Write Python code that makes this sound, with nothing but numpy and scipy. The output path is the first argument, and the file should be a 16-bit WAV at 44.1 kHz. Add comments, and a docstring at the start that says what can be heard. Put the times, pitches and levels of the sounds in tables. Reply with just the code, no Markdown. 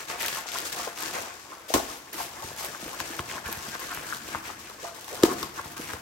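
"""Hiss, dry crackle and small hollow pops: two hands unroll a stiff plastic-coated canvas on a stone counter.
Hand strokes drive noise bursts (coating) and ringing facets (flexing); filtered noise gives edge scrapes,
gliding pulses the buckling pops, low rumble and falling sines the roll bumping along.
Twice the roll slaps down: crack, thump, flap clatter. Sheet sounds also ring the air column in the roll.
A close microphone pair picks this up in a room with quiet air."""
import sys
import numpy as np
from scipy import signal
from scipy.fft import rfft, irfft
from scipy.io import wavfile
from scipy.ndimage import uniform_filter1d, map_coordinates

SR = 44100
rng = np.random.default_rng(int(sys.argv[2]) if len(sys.argv) > 2 else 0)


def store_wav(level_fs):
    """Save 16-bit WAV to argv[1]."""
    pcm = np.round(np.clip(np.atleast_2d(level_fs), -1, 1) * 32767)
    wavfile.write(sys.argv[1], SR, pcm.T.astype(np.int16))


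N = 265041
TIME = np.arange(N) / SR
BINS = np.fft.rfftfreq(N, 1 / SR)

SLACKEN_DB_PER_S, RELEASE_S = 18, 0.05  # release: time constant


def stroke(t, swell_s, length_s):
    """Stroke envelope: swells, slackens while the hand moves, then the stiff sheet creeps to rest."""
    held_s = np.clip(t, 0, length_s)
    attack = np.clip(t / swell_s, 0, 1)
    release = np.exp(-np.maximum(t - length_s, 0) / RELEASE_S)
    return attack * gain_of(-SLACKEN_DB_PER_S * held_s) * release


# pushes and pulls of a hand: start t/s, swell/s, length/s, sliding level/dB, flexing level/dB,
# treble side/dB (higher = further left)
HAND_STROKES = [ (-0.02, .01, 0.015, -41, -40.5, 11), (0.069, 0.033, 0.035, -38.5, -34, 12),
                (0.171, 0.039, 0.072, -37.5, -36, 9), (0.24, 0.0083, 0.07, -39.5, -52, 10),
                (0.287, 0.063, 0.095, -39, -39.5, 11.5), (0.462, 0.0077, 0.11, -43, -49, 15),
                (0.52, 0.023, 0.11, -39, -39, 11.5), (0.643, 0.015, 0.021, -37, -47, 10),
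                (0.716, 0.0068, 0.016, -38.5, -37.5, 10.5), (0.755, 0.033, 0.1, -39.5, -38.5, 12),
                (0.936, 0.087, 0.16, -37.5, -37.5, 11.5), (1.123, 0.018, 0.093, -40.5, -36.5, 11),
                (1.216, 0.024, 0.25, -50.5, -46.5, 14), (1.468, 0.043, 0.09, -54, -45, 12),
                (1.678, 0.018, 0.056, -42, -51, 10.5), (1.86, 0.042, 0.077, -44, -44, 10.5),
                (2.122, 0.014, 0.053, -43, -36, 7), (2.176, 0.0092, 0.061, -40, -39.5, 10.5),
                (2.307, 0.039, 0.12, -48, -42, 11.5), (2.408, 0.032, 0.1, -44.5, -38, 11),
                (2.551, 0.043, 0.1, -39.5, -36.5, 10), (2.694, 0.022, 0.08, -47, -42, 11),
                (2.798, .015, 0.18, -44.5, -40.5, 11.5), (2.988, 0.0084, 0.016, -41, -38, 13),
                (3.037, 0.02, 0.17, -44.5, -40, 10), (3.238, 0.066, 0.13, -42.5, -36.5, 11.5),
                (3.434, 0.028, 0.16, -44.5, -39.5, 10), (3.597, 0.036, 0.15, -43, -44.5, 12.5),
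                (3.786, 0.014, 0.15, -43.5, -43.5, 11.5), (3.92, 0.023, 0.16, -46.5, -41, 8.5),
                (4.05, 0.041, 0.1, -42.5, -43.5, 10), (4.188, 0.095, 0.17, -43, -39, 10.5),
                (4.419, 0.037, 0.08, -46, -42, 11.5), (4.577, 0.014, 0.17, -50.5, -46.5, 11.5),
                (4.778, 0.054, 0.087, -44.5, -41, 13.5), (4.93, 0.018, 0.14, -49.5, -52, 10),
                (5.071, 0.0098, 0.24, -45, -45, 10.5), (5.361, 0.026, 0.075, -43, -40.5, 11.5),
                (5.53, 0.044, 0.035, -42.5, -41, 11), (5.631, 0.014, 0.081, -49.5, -47.5, 8.5),
                (5.761, .008, 0.088, -45.5, -43.5, 8), (5.85, 0.034, 0.084, -44.5, -40.5, 9.5), ]
# the held sheet, never quite still: sliding level/dB, flexing level/dB, treble side/dB
HELD_SHEET = (-57.5, -51.5, 11.5)


def handling():
    """Strokes add in power; returns sliding gain, flexing gain and power-weighted treble side in dB."""
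    t = TIME[::32]
    shapes = [stroke(t - start, swell, length) for start, swell, length, *_ in HAND_STROKES]
    power = np.array(shapes + [np.ones(len(t))]) ** 2
    slide_db, flex_db, side_db = np.transpose([row[3:] for row in HAND_STROKES] + [HELD_SHEET])
    slide_power, flex_power = gain_of(slide_db) ** 2, gain_of(flex_db) ** 2
    slide = np.sqrt(slide_power @ power)
    flex = np.sqrt(flex_power @ power)
    side = (side_db * slide_power) @ power / (slide_power @ power)
    return [np.interp(TIME, t, control) for control in (slide, flex, side)]


# spectrum of coating hiss: f/Hz, level/dB
HISS_COLOUR = [(60, -44), (200, -12.5), (500, 0), (900, -5.5), (2500, 1), (3800, -0.5), (6000, 1),
               (8000, -1.5), (10000, -3), (12000, -6.5), (13500, -11.5), (16000, -10.5)]
# spectrum of crackles and crinkles: f/Hz, level/dB
CRACKLE_COLOUR = [(60, -44), (250, -14), (1000, -5.5), (3200, 7.5), (6500, 2), (9000, 2.5), (12000, 6),
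                  (16000, -4.5)]


def sliding(slide, hand_db, level_db=3.0, crackle_db=-9, crackles_per_s=80, sway=1.0, centre_db=12.0,
            sparkle=1.0):
    """Coating rubs over coating and stone: dense micro-slips puff hiss, sparser ones crackle dryly."""
    puff_s, crackle_s = 0.0009, 0.00054  # decay time constants
    power = signal.lfilter([1], [1, -np.exp(-1 / (puff_s * SR))], slips(1800, 3., 5) ** 2)
    puffs = np.sqrt(power / power.mean() + .5)
    hiss = evened(puffs * rng.standard_normal((2, N)))
    bursts = signal.lfilter([1], [1, -np.exp(-1 / (crackle_s * SR))], slips(crackles_per_s, 2.8, 3.3))
    crackle = gain_of(crackle_db) * evened(bursts * rng.standard_normal((2, N)))
    speed = gain_of(level_db) * slide
    rub = rfft(colour(hiss * speed, HISS_COLOUR) + colour(crackle * speed, CRACKLE_COLOUR), axis=1)
    # the hands take turns: treble swings between sides, right-hand strokes are brighter
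    side_db = sway * (hand_db - centre_db)
    above = np.interp(BINS, [1500, 4500], [0, 1])
    top = np.interp(BINS, [8000, 9500], [0, 1])
    body, treble, fizz = (irfft(rub * band, N, axis=1) for band in (1 - above, above - top, top))
    return body + treble * gain_of(np.outer([.5, -.5], side_db)) + fizz * gain_of(-sparkle * side_db)


# curl of the sheet; tighter = smaller facets, ringing higher: t/s, tilt/(dB per octave)
CURL_TILT = [(.3, 1), (.9, -2.5), (2.2, -3), (4.3, 1.5), (5.1, -3.5), (5.9, 0.5)]


def scratching(slide, level_db=-4, cycles=3, ticks_per_s=24, count=10):
    """The weave catches under the sliding coating in tiny separate ticks, most where the curl is tight."""
    out, t = np.zeros((2, N)), TIME[:SR // 100]
    for hz in np.geomspace(1000, 6000, count):
        phase = rng.random((2, 1))
        tick = strike(t, .3 / hz, cycles / hz) * np.sin(2 * np.pi * (hz * t + phase))
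        catches = slips(ticks_per_s, 2.4, 2.1)
        out += np.sqrt(hz) * signal.oaconvolve(catches[None], tick, axes=1)[:, :N]
    curl_db = np.interp(TIME, *np.transpose(CURL_TILT))
    return gain_of(level_db + curl_db) * evened(out) * slide


# spectrum of flipping facets: f/Hz, level/dB
FLEX_COLOUR = [(150, -18), (260, -4), (350, 1.5), (480, 0.5), (680, 1.5), (1100, 5), (1650, 0.5),
               (2500, -2), (4000, -16), (9000, -39)]


def flexing(flex, level_db=-2, cycles=7, count=52, clump_db=9.0, clumps_per_s=24):
    """Small facets flip over, each ringing a few cycles; facets of like size give way in clumps."""
    out, t = np.zeros((2, N)), TIME[:SR // 16]
    tilt_db = np.interp(TIME, *np.transpose(CURL_TILT))
    for group in np.array_split(np.geomspace(250, 3600, count), 6):
        clumps = gain_of(clump_db * np.tanh(drift(clumps_per_s)))
        for hz in group:
            phase = rng.random((2, 1))
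            ring = strike(t, 0.0001, cycles / hz) * np.sin(2 * np.pi * (hz * t + phase))
            flips = slips(50 * np.sqrt(hz / 1000), 2.23, 4.1)
            flips = flips * clumps * gain_of(tilt_db * np.log2(hz / 1000))
            out += hz * signal.oaconvolve(flips[None], ring, axes=1)[:, :N]
    return gain_of(level_db) * evened(colour(out, FLEX_COLOUR)) * flex


# sharp creases of the coating: t/s, level/dB, tilt/(dB per octave)
CREASES = [(0.0835, -35.5, -7), (0.1025, -41, -12), (0.229, -20, -3), (0.261, -21.5, 1),
           (0.2818, -19.5, -1.5), (0.3274, -31, -6.5), (0.4867, -28, -4), (0.5172, -27, -2),
           (0.652, -38, -6), (0.7265, -27, 0), (0.9738, -31, -6), (2.13, -34.5, 8), (2.6464, -27.5, 5),
           (2.659, -36, 9), (3.0014, -22, -5), (3.192, -26, -7), (3.5264, -26, 3.5), (3.799, -44, 12),
           (3.9465, -34, 7), (4.146, -31, -1.5), (4.168, -33, 2), (5.044, -34, 0), (5.4285, -22.5, -3),
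           (5.9333, -31.5, -1)]


def crinkles(level_db=-4.0, click_db=15, snap_db=2.5, fizz_db=-12, pivot_hz=5000, lag_s=0.00078):
    """A crease gives way with a click and a snap, then sheds a short fizz, all tilted alike."""
    out, t = np.zeros((2, N)), TIME[:SR // 8]
    snap = gain_of(snap_db) * strike(t, 0.00032, 0.006)
    fizz = gain_of(fizz_db) * strike(t, 0.0031, 0.042)
    octaves = np.log2(np.maximum(np.fft.rfftfreq(len(t), 1 / SR), 1000) / pivot_hz)
    click = gain_of(click_db) * signal.unit_impulse(len(t), 30)
    for s, db, tilt_db in CREASES:
        burst = rfft(click + (snap + fizz) * rng.standard_normal((2, len(t))), axis=1)
        tilted = burst * gain_of(db + level_db + tilt_db * octaves)
        add(out, s + lag_s, irfft(tilted, len(t), axis=1))
    return colour(out, CRACKLE_COLOUR)


# dragging curled edges, and the loose flap rattling on after the second slap (about 5.26-5.33 s): start t/s,
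# length/s, level/dB, mid-glide f/Hz, glide/octaves
EDGE_DRAGS = [(0.098, 0.013, -47, 990, 0.24), (0.194, .027, -28.5, 2050, 0.19),
              (0.224, 0.04, -29, 1900, 0.43), (0.302, 0.086, -45, 1880, -0.53),
              (0.546, .018, -34, 1100, .2), (0.862, .025, -38, 640, -.3), (1.144, .055, -36, 604, -0.11),
              (1.698, .024, -32.5, 650, 0), (2.168, 0.058, -34, 784, 0.6), (3.33, 0.046, -45, 1350, 0.94),
              (3.485, 0.054, -38, 900, -0.4), (3.714, 0.055, -36.5, 1470, -0.47),
              (3.893, 0.036, -34, 1290, 0.17), (4.825, 0.031, -33.5, 550, 1),
              (5.1, 0.058, -36.5, 500, -0.078), (5.257, 0.073, -31, 920, 0.43),
              (5.562, 0.041, -35.5, 1330, -0.26), (5.888, 0.025, -34, 1420, 0.5)]


def scrapes(level_db=-2.0, width=0.61, slips_per_s=260, swell=2.05, rough=10.0):
    """A curled edge, or the loose flap after the second slap, sticks and slips unevenly through a broad
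    resonance that moves as the curl changes."""
    out = np.zeros((2, N))
    for s, length, db, hz, glide in EDGE_DRAGS:
        u = TIME[:round(length * SR)] / length
        pace, noise = np.split(rng.standard_normal((3, SR // 8))[:, :len(u)], [1])
        rate_hz = slips_per_s * np.exp(.5 * evened(uniform_filter1d(pace, 130)))
        turns = np.cumsum(rate_hz) / SR
        pitch_hz = hz * 2 ** (glide * (u - .5))
        rattle = noise * np.exp(-rough * (turns % 1))
        for _ in range(2):
            rattle = resonate(rattle, pitch_hz, width * hz)
        envelope = np.sqrt(abs(np.sin(np.pi * u ** swell)))
        add(out, s, gain_of(db + level_db) * evened(rattle) * envelope)
    return out


# GLIDE: fractional pitch fall from centre to nominal end; right port hears pops later and softer
POP_LEAD_S, POP_GLIDE, POP_LAG_S, POP_RIGHT_DB = 0.02, 0.21, 0.00015, -6.5


def pop(hz, cycles):
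    """Dry pulse of a facet flipping over, falling in pitch, centred POP_LEAD_S after its start."""
    t = TIME[:round(2 * POP_LEAD_S * SR)] - POP_LEAD_S - np.array([[0], [POP_LAG_S]])
    u = t * hz / cycles
    pulse = np.exp(-(2 * u) ** 2) * np.sin(-2 * np.pi * cycles * (u - POP_GLIDE * u ** 2))
    return gain_of([[0], [POP_RIGHT_DB]]) * pulse


# large facets popping through, and a few taps of the loose flap after the second slap (about 5.26-5.32 s):
# centre t/s, level/dB, f/Hz, length/cycles
LARGE_POPS = [(0.233, -25, 764, 1.6), (0.4602, -24.5, 885, 1.4), (0.876, -23.5, 500, 2.6),
              (1.7055, -21, 600, 2), (1.762, -12, 450, 1.5), (1.767, -14, 1150, 1.5),
              (1.8015, -21, 764, 5.2), (2.749, -26.5, 1480, 3.5), (3.008, -29, 890, 3.6),
              (3.193, -21.5, 1300, 7.8), (3.382, -26.5, 1550, 7), (3.7537, -18, 1160, 0.82),
              (3.7603, -24, 1110, 0.77), (3.93, -24.5, 1070, 2.4), (3.9743, -20, 1190, 1.3),
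              (4.1263, -17.5, 1480, 3.9), (4.133, -21, 1450, 4), (4.349, -12.5, 1170, 1.44),
              (4.3555, -18, 1160, 2.6), (4.494, -28, 1140, 2.6), (4.5021, -26, 1140, 4.4),
              (4.852, -24, 950, 2.9), (5.235, -18.5, 1100, 7.3), (5.256, -20, 970, 7.1),
              (5.29, -20, 387, 3), (5.319, -33, 1160, 7), (5.431, -22.5, 1210, 4.8),
              (5.594, -27, 1110, 4.9), (5.5968, -22.5, 1030, 2.5), (5.659, -29, 980, 2),
              (5.9352, -19, 1380, 1.8)]


def buckles(flex, level_db=0, small_db=7, spread_db=0.5, low_hz=400, high_hz=2000, small_cycles=1.64,
            count=260):
    """Large facets, and the flap tapping after the second slap, pop at listed moments; smaller facets at
    random, as hard as the sheet is flexed."""
    out = np.zeros((2, N))
    for s, db, hz, cycles in LARGE_POPS:
        add(out, s - POP_LEAD_S, gain_of(db + level_db) * pop(hz, cycles))
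    for when, size, strength in rng.random((count, 3)):
        at = int(when * N)
        db = small_db - spread_db * np.log(strength + .05)
        hz = low_hz * (high_hz / low_hz) ** size
        add(out, at / SR, flex[at] * gain_of(db) * pop(hz, small_cycles))
    return out


# roll slapping down and settling: t/s, crack level/dB, thump level/dB, settled thump f/Hz, thump t60/s,
# boom level/dB, flap clatter level/dB, fizz level/dB
ROLL_SLAPS = [(1.7384, -15.5, -14, 384, 0.012, -50, -17.5, -35.5),
              (1.7458, -28, -14.5, 273, 0.035, -48, -32, -44),
              (5.2241, -34, -24, 478, 0.072, -57, -28.5, -58),
              (5.2333, -15, -1.5, 343, 0.023, -20, -21.5, -37.5),
              (5.311, -46, -26, 358, 0.052, -52, -31, -61)]
# spectrum of the slap crack: f/Hz, level/dB
SMACK_COLOUR = [(60, -14), (250, -10), (1000, -1), (1600, 0.5), (3000, 6), (4500, 2.5), (6500, 0.5),
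                (12000, -0.5), (16000, -21)]
# spectrum of the flap clatter: f/Hz, level/dB
CLATTER_COLOUR = [(30, -21), (60, 2.5), (125, -15.5), (240, 6.5), (700, 3.5), (1150, 2.5), (1650, -8.5),
                  (3500, -9.5), (7000, -9.5), (16000, -14)]
FLUTTER_DB, FLUTTERS_PER_S = 5, 130


def slaps(thump_delay_s=0.0027, sag=0.32, sag_s=0.001, boom_t60_s=0.078):
    """Coating cracks on stone, loose flap flutters and fizzes; squashed roll thumps and booms (returned second)."""
    crack, body, clatter, fizz = np.zeros((4, 2, N))
    t = TIME[:SR * 3 // 5]
    for s, crack_db, thump_db, hz, t60, boom_db, clatter_db, fizz_db in ROLL_SLAPS:
        a, b, c = rng.standard_normal((3, 2, len(t)))
        add(crack, s, gain_of(crack_db) * strike(t, 0.0012, 0.016) * a)
        turns = np.cumsum(hz * (1 + sag * np.exp(-t / sag_s))) / SR  # stiffest while squashed
        thump = gain_of(thump_db) * strike(t, 0.0015, t60)
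        boom = gain_of(boom_db) * strike(t, 0.013, boom_t60_s)
        add(body, s + thump_delay_s, (thump + boom) * np.sin(-2 * np.pi * turns))
        add(clatter, s, gain_of(clatter_db) * strike(t, .002, .17) * b)
        add(fizz, s, gain_of(fizz_db) * strike(t, 0.0087, 0.65) * c)
    flutter = evened(gain_of(FLUTTER_DB * np.tanh(drift(FLUTTERS_PER_S))))
    flap = colour(clatter * flutter, CLATTER_COLOUR)
    return colour(crack, SMACK_COLOUR) + flap + colour(fizz, HISS_COLOUR), body


# roll bumping on the counter: start t/s, thud level/dB, hollow knock level/dB
ROLL_BUMPS = [(1.144, -57, -40), (1.751, -32, -38), (2.44, -37, -40), (2.68, -59, -42.5), (2.823, -61, -36),
              (2.855, -45, -38), (3.006, -43, -38.5), (3.1, -58, -37.5), (3.192, -33, -36.5),
              (3.352, -57, -38.5), (3.459, -33.5, -58), (3.485, -50, -34), (3.567, -38, -44),
              (3.678, -60, -36.5), (3.97, -40, -45), (4.349, -39, -41), (5.426, -43, -32.5),
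              (5.598, -43, -45), (5.655, -39.5, -52), (5.793, -62, -33), (5.934, -39, -34)]
# weight of the hands on the roll, least while it is lifted: t/s, level/dB
HAND_WEIGHT = [(0, -60.5), (1.15, -55.5), (1.55, -64), (2.3, -57), (3.3, -56.5), (4.35, -51), (4.95, -60),
               (5.2, -50), (6, -52.5)]
# spectrum of the rumble: f/Hz, level/dB
RUMBLE_COLOUR = [(20, -17), (40, -1), (60, 3.5), (110, 2), (180, 2.5), (330, 5), (480, -11), (800, -21),
                 (3000, -58)]
THUD_T60_S, KNOCK_T60_S, JUDDER = 0.045, 0.027, 0.45  # judder: rms of log pitch


def rolling(flex, level_db=1.0, follow=0.6, bump_db=-1, knock_db=0, thud_hz=68, knock_hz=270, fall=2.29,
            fall_s=0.00383):
    """The pressed roll rumbles with each stroke and bumps with a thud and a dull, juddering knock."""
    weight = gain_of(level_db + np.interp(TIME, *np.transpose(HAND_WEIGHT)))
    rumble = weight * evened(flex) ** follow * rng.standard_normal((2, N))
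    bumps, t = np.zeros((2, N)), TIME[:SR // 5]
    bend = 1 + fall * np.exp(-t / fall_s)  # short bending waves run ahead of long ones: pitch falls
    for s, thud_db, hollow_db in ROLL_BUMPS:
        judder = np.exp(JUDDER * evened(uniform_filter1d(rng.standard_normal(len(t)), size=90)))
        angle = 2 * np.pi * np.cumsum(bend * judder) / SR
        thud = strike(t, 0.0069, THUD_T60_S) * np.sin(thud_hz * angle)
        knock = strike(t, 0.009, KNOCK_T60_S) * np.sin(knock_hz * angle)
        add(bumps, s, gain_of(thud_db + bump_db) * thud)
        add(bumps, s, gain_of(hollow_db + knock_db) * knock)
    return colour(rumble, RUMBLE_COLOUR) + bumps


# resonances of the air column in the roll: f/Hz, level/dB, t60/s
AIR_COLUMN = [(137.8, -9.5, 0.33), (350, -4, 0.19), (493, -5.5, 0.09), (702, -3.5, 0.38), (884, -1.5, 0.15),
              (1072.6, 3, 0.1), (1213, 6, 0.025), (1423, -6, 0.43), (1572, 3.5, 0.085), (1704, -1, 0.22)]
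WAVER, SQUEEZES_PER_S = 0.00911, 6  # waver: approximate fractional pitch wander


def hollow(x, level_db=-14.0):
    """Sheet sounds stir the air column in the roll; its pitch wavers as the hands squeeze it."""
    t = TIME[:SR // 3]
    ring = sum(gain_of(db) * np.exp(-np.log(1000) * t / t60) * np.cos(2 * np.pi * hz * t)
               for hz, db, t60 in AIR_COLUMN)
    ring = ring / np.linalg.norm(ring)
    rung = gain_of(level_db) * signal.oaconvolve(x, ring[None], axes=1)[:, :N]
    squeezed = TIME + WAVER / SQUEEZES_PER_S * drift(SQUEEZES_PER_S)
    return np.array([np.interp(squeezed, TIME, side) for side in rung])


# reverberation: f/Hz, t60/s
ROOM_DECAY = [(100, 0.8), (400, 0.58), (1500, 1), (6000, 0.39), (16000, 0.54)]


def room(x, level_db=-10):
    """Sparse random reflections after 5 ms, each band dying at its own speed."""
    length = SR // 2
    signs = rng.choice([-1., 1.], (2, length))
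    taps = signs * (rng.random((2, length)) < 2500 / SR) * (TIME[:length] > .005)
    hz, t, z = signal.stft(taps, SR, nperseg=256)
    z = z * np.exp(-np.log(1000) * t / read(ROOM_DECAY, hz)[:, None])
    tail = signal.istft(z, SR, nperseg=256)[1]
    return gain_of(level_db) * signal.oaconvolve(x, tail / np.linalg.norm(tail[0]), axes=1)[:, :N]


# spectrum of the quiet air: f/Hz, level/dB
AIR_COLOUR = [(20, -8), (70, 4), (200, -0.5), (500, 1), (1000, -5.5), (4000, -7), (16000, -17)]


def quiet_air(level_db=-56.5):
    """Steady background air: coloured noise."""
    return gain_of(level_db) * colour(rng.standard_normal((2, N)), AIR_COLOUR)


# likeness of the two ports: f/Hz, likeness/(0-1)
PORT_LIKENESS = [(50, 0.88), (350, 0.89), (650, 0.31), (1100, 0.12), (3000, 0.12), (8500, 0.03),
                 (10200, 0.92), (11000, 0.85), (12000, 1), (13000, 0.98), (13900, 0.77), (15600, .95)]
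# level difference: f/Hz, left minus right level/dB
PORT_BALANCE = [(100, 1), (500, 1), (1300, 3), (2200, 1), (4000, 4.5), (5600, 8.5), (7500, 8.5), (9000, 0),
                (16000, -0.5)]
# phase lead of the right port: f/Hz, lead/turns
PORT_LEAD = [(100, 0), (800, -.12), (4500, -.05), (8500, 0), (9700, .47), (10600, .53), (11600, .98),
             (12600, 1.03), (13500, 1.48), (14300, 1.54), (15200, 2)]


def ports(x):
    """Microphone pair: alike in the bass, swinging in and out of phase in the top treble."""
    left, other = rfft(x, axis=1)
    same = np.clip(read(PORT_LIKENESS, BINS), 0, 1)
    right = same * left + np.sqrt(1 - same ** 2) * other
    right = right * np.exp(2j * np.pi * read(PORT_LEAD, BINS))
    tilt = gain_of(read(PORT_BALANCE, BINS) / 2)
    return irfft(np.array([left * tilt, right / tilt]), N, axis=1)


def gain_of(db):
    """Decibels to amplitude."""
    return 10 ** (np.asarray(db) / 20)


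def evened(x):
    """Scales to rms 1."""
    return x / np.sqrt(np.mean(x ** 2) + 1e-20)


def read(points, hz):
    """Interpolates a table along log frequency."""
    f, value = np.transpose(points)
    return np.interp(np.log(hz + 1), np.log(f + 1), value)


def add(mix, s, sound):
    """Mixes a sound in at time s."""
    part = mix[:, max(round(s * SR), 0):][:, :sound.shape[-1]]
    part += sound[..., :part.shape[-1]]


def colour(x, points):
    """Causal minimum-phase filter with the given spectrum; white noise keeps its power."""
    gain = evened(gain_of(read(points, abs(np.fft.fftfreq(4096, 1 / SR)))))
    taps = np.fft.ifft(np.exp(np.conj(signal.hilbert(np.log(gain))))).real
    return signal.oaconvolve(x, taps[None, :len(taps) // 2], axes=1)[:, :N]


def strike(t, rise_s, t60_s):
    """Envelope of peak 1: swells over about rise_s, dies away 60 dB per t60_s."""
    shape = (1 - np.exp(-(t / rise_s) ** 2)) * np.exp(-np.log(1000) * t / t60_s)
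    return shape / shape.max()


def slips(per_s, spread_db, size_limit):
    """Random train of tiny stick-slip releases, most weak and a few strong."""
    size = np.minimum(rng.exponential(1, N), size_limit)
    return (rng.random(N) < per_s / SR) * gain_of(spread_db * size)


def drift(per_s):
    """Smooth random curve of rms 1 with per_s new knots a second."""
    knots = rng.standard_normal(2048)
    return evened(map_coordinates(knots, [TIME * per_s], order=2, mode="wrap"))


def resonate(x, hz, width_hz):
    """Resonance following the pitch curve hz: shift down, one-pole lowpass, shift back."""
    turn = np.exp(2j * np.pi * np.cumsum(hz) / SR)
    r = np.exp(-np.pi * width_hz / SR)
    return 2 * (turn * signal.lfilter([1 - r], [1, -r], x / turn)).real


def scene():
    """All canvas sounds, the room and its quiet air."""
    smack, thump = slaps()
    slide, flex, hand_db = handling()
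    sheet = sliding(slide, hand_db) + scratching(slide) + flexing(flex)
    sheet = sheet + rolling(flex) + scrapes() + crinkles() + smack
    # close sounds bypass the port differences and go softer into the room
    close = thump + buckles(flex)
    into_room = sheet + gain_of(-5) * close
    return ports(sheet + hollow(sheet) + room(into_room) + quiet_air()) + close


EDGE_HZ = 15900


def record(dry, low_cut_hz=45):
    """Microphone bass roll-off and recorder band limit."""
    thinned = signal.sosfilt(signal.butter(2, low_cut_hz, "highpass", fs=SR, output="sos"), dry)
    band_limit = signal.firwin(511, EDGE_HZ, window=("kaiser", 9), fs=SR)
    return signal.oaconvolve(thinned, band_limit[None], "same")


dry = scene()
out = record(dry)
store_wav(out)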